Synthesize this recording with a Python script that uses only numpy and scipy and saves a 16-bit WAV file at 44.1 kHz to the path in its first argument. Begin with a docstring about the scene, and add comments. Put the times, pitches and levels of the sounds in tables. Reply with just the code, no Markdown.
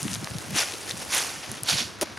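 """In the woods, someone carrying a camera takes three steps through grass and dead leaves.
Each sole crushes a shower of dry blades, which go on crackling as they settle. Single stalks snap,
legs rustle through the grass, and the air moves softly behind it all. Low bumps of air and handling
reach the microphone, and near the end something, probably a stem, scrapes briefly across it."""
import sys
import numpy as np
from scipy import signal
from scipy.fft import rfft, irfft
from scipy.io import wavfile

SR = 44100
rng = np.random.default_rng(int(sys.argv[2]) if len(sys.argv) > 2 else 0)


def materialize(psi):
    """Save the field psi as 16-bit PCM at rate SR to the path in sys.argv[1].

    A 1-D psi becomes a single channel; in a 2-D psi each row is a channel.
    """
    bounded = np.clip(np.atleast_2d(psi).T, -1, 1)
    quanta = np.round(bounded * 32767).astype(np.int16)
    wavfile.write(sys.argv[1], SR, quanta)


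N = 96534
HIGHEST_HZ = 16200

# The tone of crushed blades and leaves: (frequency [Hz], relative level [dB])
CRUSH_TONE = [(60, -14.5), (250, -12.5), (550, -0.5), (1100, -0.5), (2600, 4), (3900, 0), (6000, 2.5),
              (7000, 0.5), (7900, -5.5), (10000, -1.5), (11500, -9.5), (13200, -15.5), (15500, -39)]
# Each press of a sole; the last step presses twice: (time of full weight [s], level [dB], rise [s],
# hold [s], swell during the hold [dB], fall [s], settling level [dB], settling time [s], treble [dB],
# crispness [dB], crispness frequency [Hz], left over right [dB], extra width [dB])
FOOTFALLS = [(0.568, -25, .017, 0.047, 1.5, 0.022, -6, 0.093, 0, 0.5, 5750, 1, -1.5),
             (1.14, -25, 0.026, 0.034, -2, 0.041, -2, 0.12, 1.5, -1.5, 2830, -1.1, -1.5),
             (1.689, -23, 0.015, 0.025, 0, 0.038, -10.5, 0.094, 1.5, 6.5, 4150, -1.2, 0),
             (1.780, -29.5, 0.028, .024, 2, 0.037, -23, .06, -0.5, 9, 4150, -2.4, 1.5)]


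def footsteps():
    """The crunch grows as the sole comes down, crests under the weight and leaves the blades settling."""
    t, out = np.arange(N) / SR, np.zeros((2, N))
    grains = crackle(per_s=5000, spread_db=3, hiss=0.58, clump_db=0,
                     grain_s=0.00027, ring_s=0.0013, ring_db=0.5)
    for (at, db, rise, hold, swell_db, fall, settle_db, settle_s,
         treble_db, crisp_db, crisp_hz, pan_db, side_db) in FOOTFALLS:
        press = np.exp(np.minimum(t - at, 0) / rise)
        since_hold = np.maximum(t - at - hold, 0)
        settle = np.hypot(np.exp(-since_hold / fall), amp(settle_db) * np.exp(-since_hold / settle_s))
        swell = amp(swell_db * np.sin(np.pi * np.clip((t - at) / hold, 0, 1)))
        tone_db = curve(CRUSH_TONE) + treble(treble_db) + crisp_db * hump(crisp_hz, octaves=0.37)
        out += pan(db, pan_db) * stereo(grains * press * settle * swell, tone_db, side_db)
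    return out


# The tone of a dry crack: (frequency [Hz], relative level [dB])
SNAP_TONE = [(100, -27), (500, -1.5), (6400, 0), (7900, -8), (9600, 1), (11500, -7), (13500, -14),
             (16000, -22)]
# Single stalks and leaves breaking, and at 2.012 s the sharp first tick of the stem scrape: # (time [s], level
# [dB], centre frequency [Hz], spread [octaves], left over right [dB])
STALK_SNAPS = [(0.0182, -33, 9500, 0.7, 1), (0.0300, -21.5, 7650, 0.71, 0), (0.0812, -25, 1880, 0.86, 1),
               (0.1156, -30, 6500, 1.3, 4), (0.1326, -25, 4000, 1.3, 6), (0.1396, -25, 6000, 0.6, 3),
               (0.149, -26.5, 7500, 0.81, 6), (0.1562, -25.5, 2980, 1.2, 2), (0.2447, -25, 6840, 1.2, 3),
               (0.2730, -24.5, 1080, 1.1, 0), (0.3844, -27, 5700, 1, 3.5), (0.5067, -32.5, 9050, 0.61, 9),
               (0.5636, -24, 2600, 5, 7), (0.5868, -20, 5000, .8, 2), (0.5928, -22, 5200, .5, -3),
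               (0.63, -22, 1700, 0.61, -4), (0.6864, -28.5, 3000, 1.5, 2), (0.722, -30, 3520, 1.4, 4),
               (0.739, -28, 3170, 1.5, 6), (0.9105, -21.5, 3730, 0.28, 4), (1.1480, -15.5, 10500, 0.45, -4),
               (1.1815, -17, 9100, 0.46, 2), (1.2928, -28.5, 4960, 0.54, -7), (1.516, -24, 10600, 0.49, 1),
               (1.6341, -19.5, 10400, 0.57, 4), (1.6901, -16, 4300, 0.29, -3),
               (2.0122, -20.5, 11000, 1.2, 1.5), (2.1730, -29, 1600, 0.65, 2), (2.1756, -31, 1680, 0.36, 4)]


def snapping_stalks(break_s=0.0004, shake_s=0.003, shake_db=-16):
    """A stalk breaks within a millisecond and shakes its neighbours."""
    t, out = np.arange(0, 0.04, 1 / SR), np.zeros((2, N))
    fade = np.exp(-t / break_s) + amp(shake_db) * np.exp(-t / shake_s)
    for at, db, hz, octaves, pan_db in STALK_SNAPS:
        broad_floor = amp(-16) / np.hypot(1, frequencies() / hz / 2)
        tone_db = curve(SNAP_TONE) + 20 * np.log10(hump(hz, octaves) + broad_floor)
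        snap = stereo(rng.choice([-1, 1], (2, len(t))) * fade, tone_db, side_db=-2)
        snap = unit_power(snap) * np.sqrt(0.001 / t[-1])  # the energy of one millisecond at 0 dB
        add(out, at, pan(db, pan_db) * snap)
    return out


# The tone of legs in the grass: (frequency [Hz], relative level [dB])
RUSTLE_TONE = [(60, -7.5), (300, 2), (600, 8), (1200, -1), (2400, 2), (4000, 0.5), (6400, 2), (7900, -2.5),
               (10000, 2), (11500, -6), (13200, -12), (15500, -23)]
# How loud that rustle is as the walk goes on: (time [s], level [dB])
RUSTLE_LOUDNESS = [(0, -54), (0.2, -42.5), (0.48, -42), (0.72, -40), (0.84, -41.5), (1.0, -39),
                   (1.08, -41.5), (1.35, -46.5), (1.6, -47.5), (1.85, -47.5), (1.97, -55), (2.19, -50.5)]
# Brushes against the grass: (time [s], level [dB], half length [s], treble [dB])
GRASS_BRUSHES = [(0.004, -38.5, 0.059, 6), (0.128, -39.5, 0.026, 5), (0.547, -41, .007, 0),
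                 (0.889, -38.5, .010, 0.5), (0.911, -36, 0.0057, -1), (0.975, -47, 0.0042, 6),
                 (1.023, -38, 0.009, 0), (1.438, -36.5, 0.0062, -11.5), (1.523, -45, 0.06, -3),
                 (2.066, -46.5, 0.026, -9)]


def rustling_grass():
    """Legs rustle through the grass all the time, with a few firmer brushes a little to the left."""
    t = np.arange(N) / SR
    grains = crackle(per_s=1200, spread_db=3.5, hiss=1, clump_db=1.47,
                     grain_s=0.00018, ring_s=0.00057, ring_db=0)
    loudness = amp(np.interp(t, *np.transpose(RUSTLE_LOUDNESS)))
    out = stereo(grains * loudness, curve(RUSTLE_TONE), side_db=1.5)
    for at, db, half_s, treble_db in GRASS_BRUSHES:
        brush = stereo(grains * bell(t - at, half_s), curve(CRUSH_TONE) + treble(treble_db))
        out += pan(db, pan_db=1.8) * brush
    return out


# Soft bumps at the microphone: (time [s], level [dB], pitch [Hz], half length [s])
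LOW_BUMPS = [(0.034, -33.5, 209, .008), (0.058, -27, 217, 0.0083), (0.087, -38, 176, .009),
             (0.120, -36, 165, .022), (0.180, -37.5, 151.4, .028), (0.235, -33, 188.6, 0.00938),
             (0.315, -32.5, 136, 0.007), (0.358, -28.5, 152, 0.0056), (0.377, -38, 110, 0.0084),
             (0.47, -41, 120, 0.013), (0.509, -37, 170, 0.016), (0.537, -31, 133, 0.0078),
             (0.56, -33, 232.6, 0.01), (0.684, -45, 465, 0.0053), (0.741, -38.5, 375, 0.0057),
             (0.855, -46.5, 110, .010), (0.895, -45, 102, .008), (0.941, -39, 130, 0.01166),
             (0.992, -47, 158, .008), (1.085, -44.5, 89, .012), (1.385, -45, 127, 0.00836),
             (1.498, -38, 134.5, 0.0095), (1.526, -39, 209.6, 0.01), (1.631, -36, 111, 0.0062),
             (1.741, -33, 137.4, .017), (1.820, -36.5, 231.5, 0.0096), (1.857, -41.5, 112.4, .013),
             (1.985, -50.5, 90, .012)]


def microphone_bumps(wobble_octaves=0.43, low_cut_hz=63):
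    """Air and handling push on the microphone in short, low lumps of a few uneven cycles each."""
    out = np.zeros((2, N))
    for at, db, hz, half_s in LOW_BUMPS:
        t = np.arange(-3 * half_s, 3 * half_s, 1 / SR)
        wobble = np.array([wander(hz=130)[:len(t)] for _ in range(2)])
        pitch = hz * 2 ** (wobble_octaves * (wobble - wobble.mean(1, keepdims=True)))
        mid, side = np.sqrt(2) * amp(db) * bell(t, half_s) * sine_pair(pitch)
        add(out, at + t[0], left_right(mid, side, side_db=-9.5))
    return signal.sosfilt(signal.butter(3, low_cut_hz, "high", fs=SR, output="sos"), out)


# The notes of the scraped camera body: (pitch [Hz], pitch wobble [Hz], relative level [dB])
BODY_NOTES = [(311.4, 95, -1), (580, 106, -2), (874, 153, -7.5)]


def stem_scrape(at_s=2.0125, length_s=0.018, release_s=0.0049, slips_per_s=360, slip_s=0.0017):
    """Quick, uneven slips on the camera: each spits grit, and a low knock builds with the pressure."""
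    t, out = np.arange(0, 0.1, 1 / SR), np.zeros((2, N))
    contact = np.exp(-np.maximum(t - length_s, 0) / release_s)
    slip_count = np.cumsum(slips_per_s * np.exp(0.35 * wander(hz=208)[:len(t)])) / SR
    slips = unit_power(np.exp(-(slip_count % 1) / slips_per_s / slip_s))
    scratch = rng.standard_normal((2, len(t))) * slips * contact
    grit = stereo(scratch, curve(SNAP_TONE) + treble(2), side_db=-4)
    body = np.zeros((2, len(t)))
    for hz, wobble_hz, db in BODY_NOTES:
        wobble = np.array([wander(hz=244)[:len(t)] for _ in range(2)])
        body += amp(db) * sine_pair(hz + wobble_hz * wobble)
    pressure = np.minimum(0.12 + 1.2 * t / length_s, 1)
    mid, side = unit_power(body) * pressure * contact
    knock = left_right(mid, side, side_db=-17)
    add(out, at_s, amp(-26.5) * grit + amp(-23) * knock)
    return out


# The tone of the moving air: (frequency [Hz], relative level [dB])
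AIR_TONE = [(20, -42), (40, -32), (65, -3), (100, 2), (170, -2), (300, 0.5), (600, -7), (1500, -5.5),
            (3000, -12.5), (6000, -12.5), (12000, -62), (16000, -50)]


def woodland_air(level_db=-43.5, flutter_db=1):
    """Moving air makes a soft, low rush whose loudness flutters a little."""
    noise = rng.standard_normal((2, N))
    flutter = unit_power(amp(flutter_db * wander(hz=24)))
    return amp(level_db) * stereo(noise * flutter, curve(AIR_TONE))


def crackle(per_s, spread_db, hiss, clump_db, grain_s, ring_s, ring_db, leaf_kinds=48):
    """Tiny uneven cracks, each with its own direction and leaf ring, over the hiss of sliding blades."""
    breaks = rng.random(N) < per_s / SR
    size = breaks * amp(spread_db * np.minimum(rng.exponential(1, N), 3.5))
    kind, direction = rng.integers(0, leaf_kinds, N), rng.standard_normal(N)
    ring_pitches = (np.arange(leaf_kinds) + rng.random(leaf_kinds)) / leaf_kinds * HIGHEST_HZ
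    t, cracks = np.arange(256) / SR, np.zeros((2, N))
    for leaf, hz in enumerate(ring_pitches):
        crack = unit_power(rng.standard_normal(len(t)) * np.exp(-t / grain_s))
        ring = unit_power(np.sin(2 * np.pi * hz * t) * np.exp(-t / ring_s))
        grain = crack + amp(ring_db) * ring
        starts = np.flatnonzero((kind == leaf) & breaks)
        samples = (starts[:, None] + np.arange(len(t))).ravel()
        for channel, weight in enumerate([size[starts], size[starts] * direction[starts]]):  # mid, side
            cracks[channel] += np.bincount(samples, np.outer(weight, grain).ravel(), N)[:N]
    sliding = hiss * rng.standard_normal((2, N))
    clumps = amp(clump_db * wander(hz=110))
    return unit_power((unit_power(cracks) + sliding) * clumps)


# How wide the sound is, from bass to treble: (frequency [Hz], side over mid [dB])
STEREO_WIDTH = [(60, -7), (200, -4.5), (400, -7), (1000, -9.5), (2800, -10.5), (3700, -11.5), (4600, -28),
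                (6000, -40), (7500, -9.5), (9000, -7), (14000, -2)]


def stereo(pair, tone_db, side_db=0):
    """Gives a mid and side pair its tone and width, and turns it into left and right."""
    mid, side = colour(pair[0], tone_db), colour(pair[1], tone_db)
    return left_right(mid, colour(side, curve(STEREO_WIDTH), keep_power=False), side_db)


def left_right(mid, side, side_db):
    """Mid is what both ears share; side is added on the left and taken away on the right."""
    return mid + np.array([[1], [-1]]) * amp(side_db) * side


def pan(db, pan_db):
    """Left and right gains; a positive pan_db favours the left."""
    return amp(db + np.array([[pan_db], [-pan_db]]) / 2)


def colour(x, tone_db, keep_power=True):
    """Filters a sound with no echo ahead of it; keep_power leaves white noise just as strong."""
    log_gain = np.log(amp(np.maximum(tone_db, -100)))
    mirrored = np.r_[log_gain, log_gain[-2:0:-1]]
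    taps = np.fft.ifft(np.exp(np.conj(signal.hilbert(mirrored)))).real[:len(tone_db)]
    return signal.fftconvolve(x, taps / (np.linalg.norm(taps) if keep_power else 1))[:len(x)]


def frequencies():
    """The frequencies [Hz] at which a tone is drawn."""
    return np.fft.rfftfreq(4096, 1 / SR)


def curve(points):
    """Joins (frequency, value) points with lines, giving each octave equal room."""
    hz, value = np.transpose(points)
    return np.interp(np.log(frequencies() + 1), np.log(hz + 1), value)


def treble(db):
    """A tone that turns the highs up or down."""
    return db * curve([(5500, 0), (9000, 1)])


def hump(hz, octaves):
    """A rounded peak around one frequency."""
    return bell(np.log2((frequencies() + 1) / hz), octaves)


def bell(x, half_width):
    """A smooth hill, 1 high at x = 0."""
    return np.exp(-(x / half_width) ** 2 / 2)


def sine_pair(hz):
    """Two waves that follow changing pitches, each starting anywhere in its cycle."""
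    return np.sin(2 * np.pi * (np.cumsum(hz, 1) / SR + rng.random((2, 1))))


def wander(hz):
    """A random wobble of about size 1, mostly slower than hz."""
    smoothing = 1 + (np.fft.rfftfreq(N, 1 / SR) / hz) ** 4
    return unit_power(irfft(rfft(rng.standard_normal(N)) / smoothing, N))


def amp(db):
    """Turns decibels into a gain."""
    return 10 ** (np.asarray(db) / 20)


def unit_power(x):
    """Scales a sound to an average power of 1."""
    return x / np.sqrt(np.mean(x ** 2) + 1e-20)


def add(mix, at_s, sound):
    """Mixes a sound in at its time."""
    part = mix[:, max(round(at_s * SR), 0):][:, :sound.shape[1]]
    part += sound[:, :part.shape[1]]


def scene():
    """Everything that reaches the microphone."""
    walking = footsteps() + snapping_stalks() + rustling_grass()
    return walking + microphone_bumps() + stem_scrape() + woodland_air()


def record(dry):
    """The camera drops rumble below 27 Hz and the very highest treble."""
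    no_rumble = signal.sosfilt(signal.butter(2, 27, "high", fs=SR, output="sos"), dry)
    high_cut = signal.firwin(511, HIGHEST_HZ, window=("kaiser", 9), fs=SR)
    return signal.oaconvolve(no_rumble, high_cut[None], "same")


dry = scene()
out = record(dry)
materialize(out)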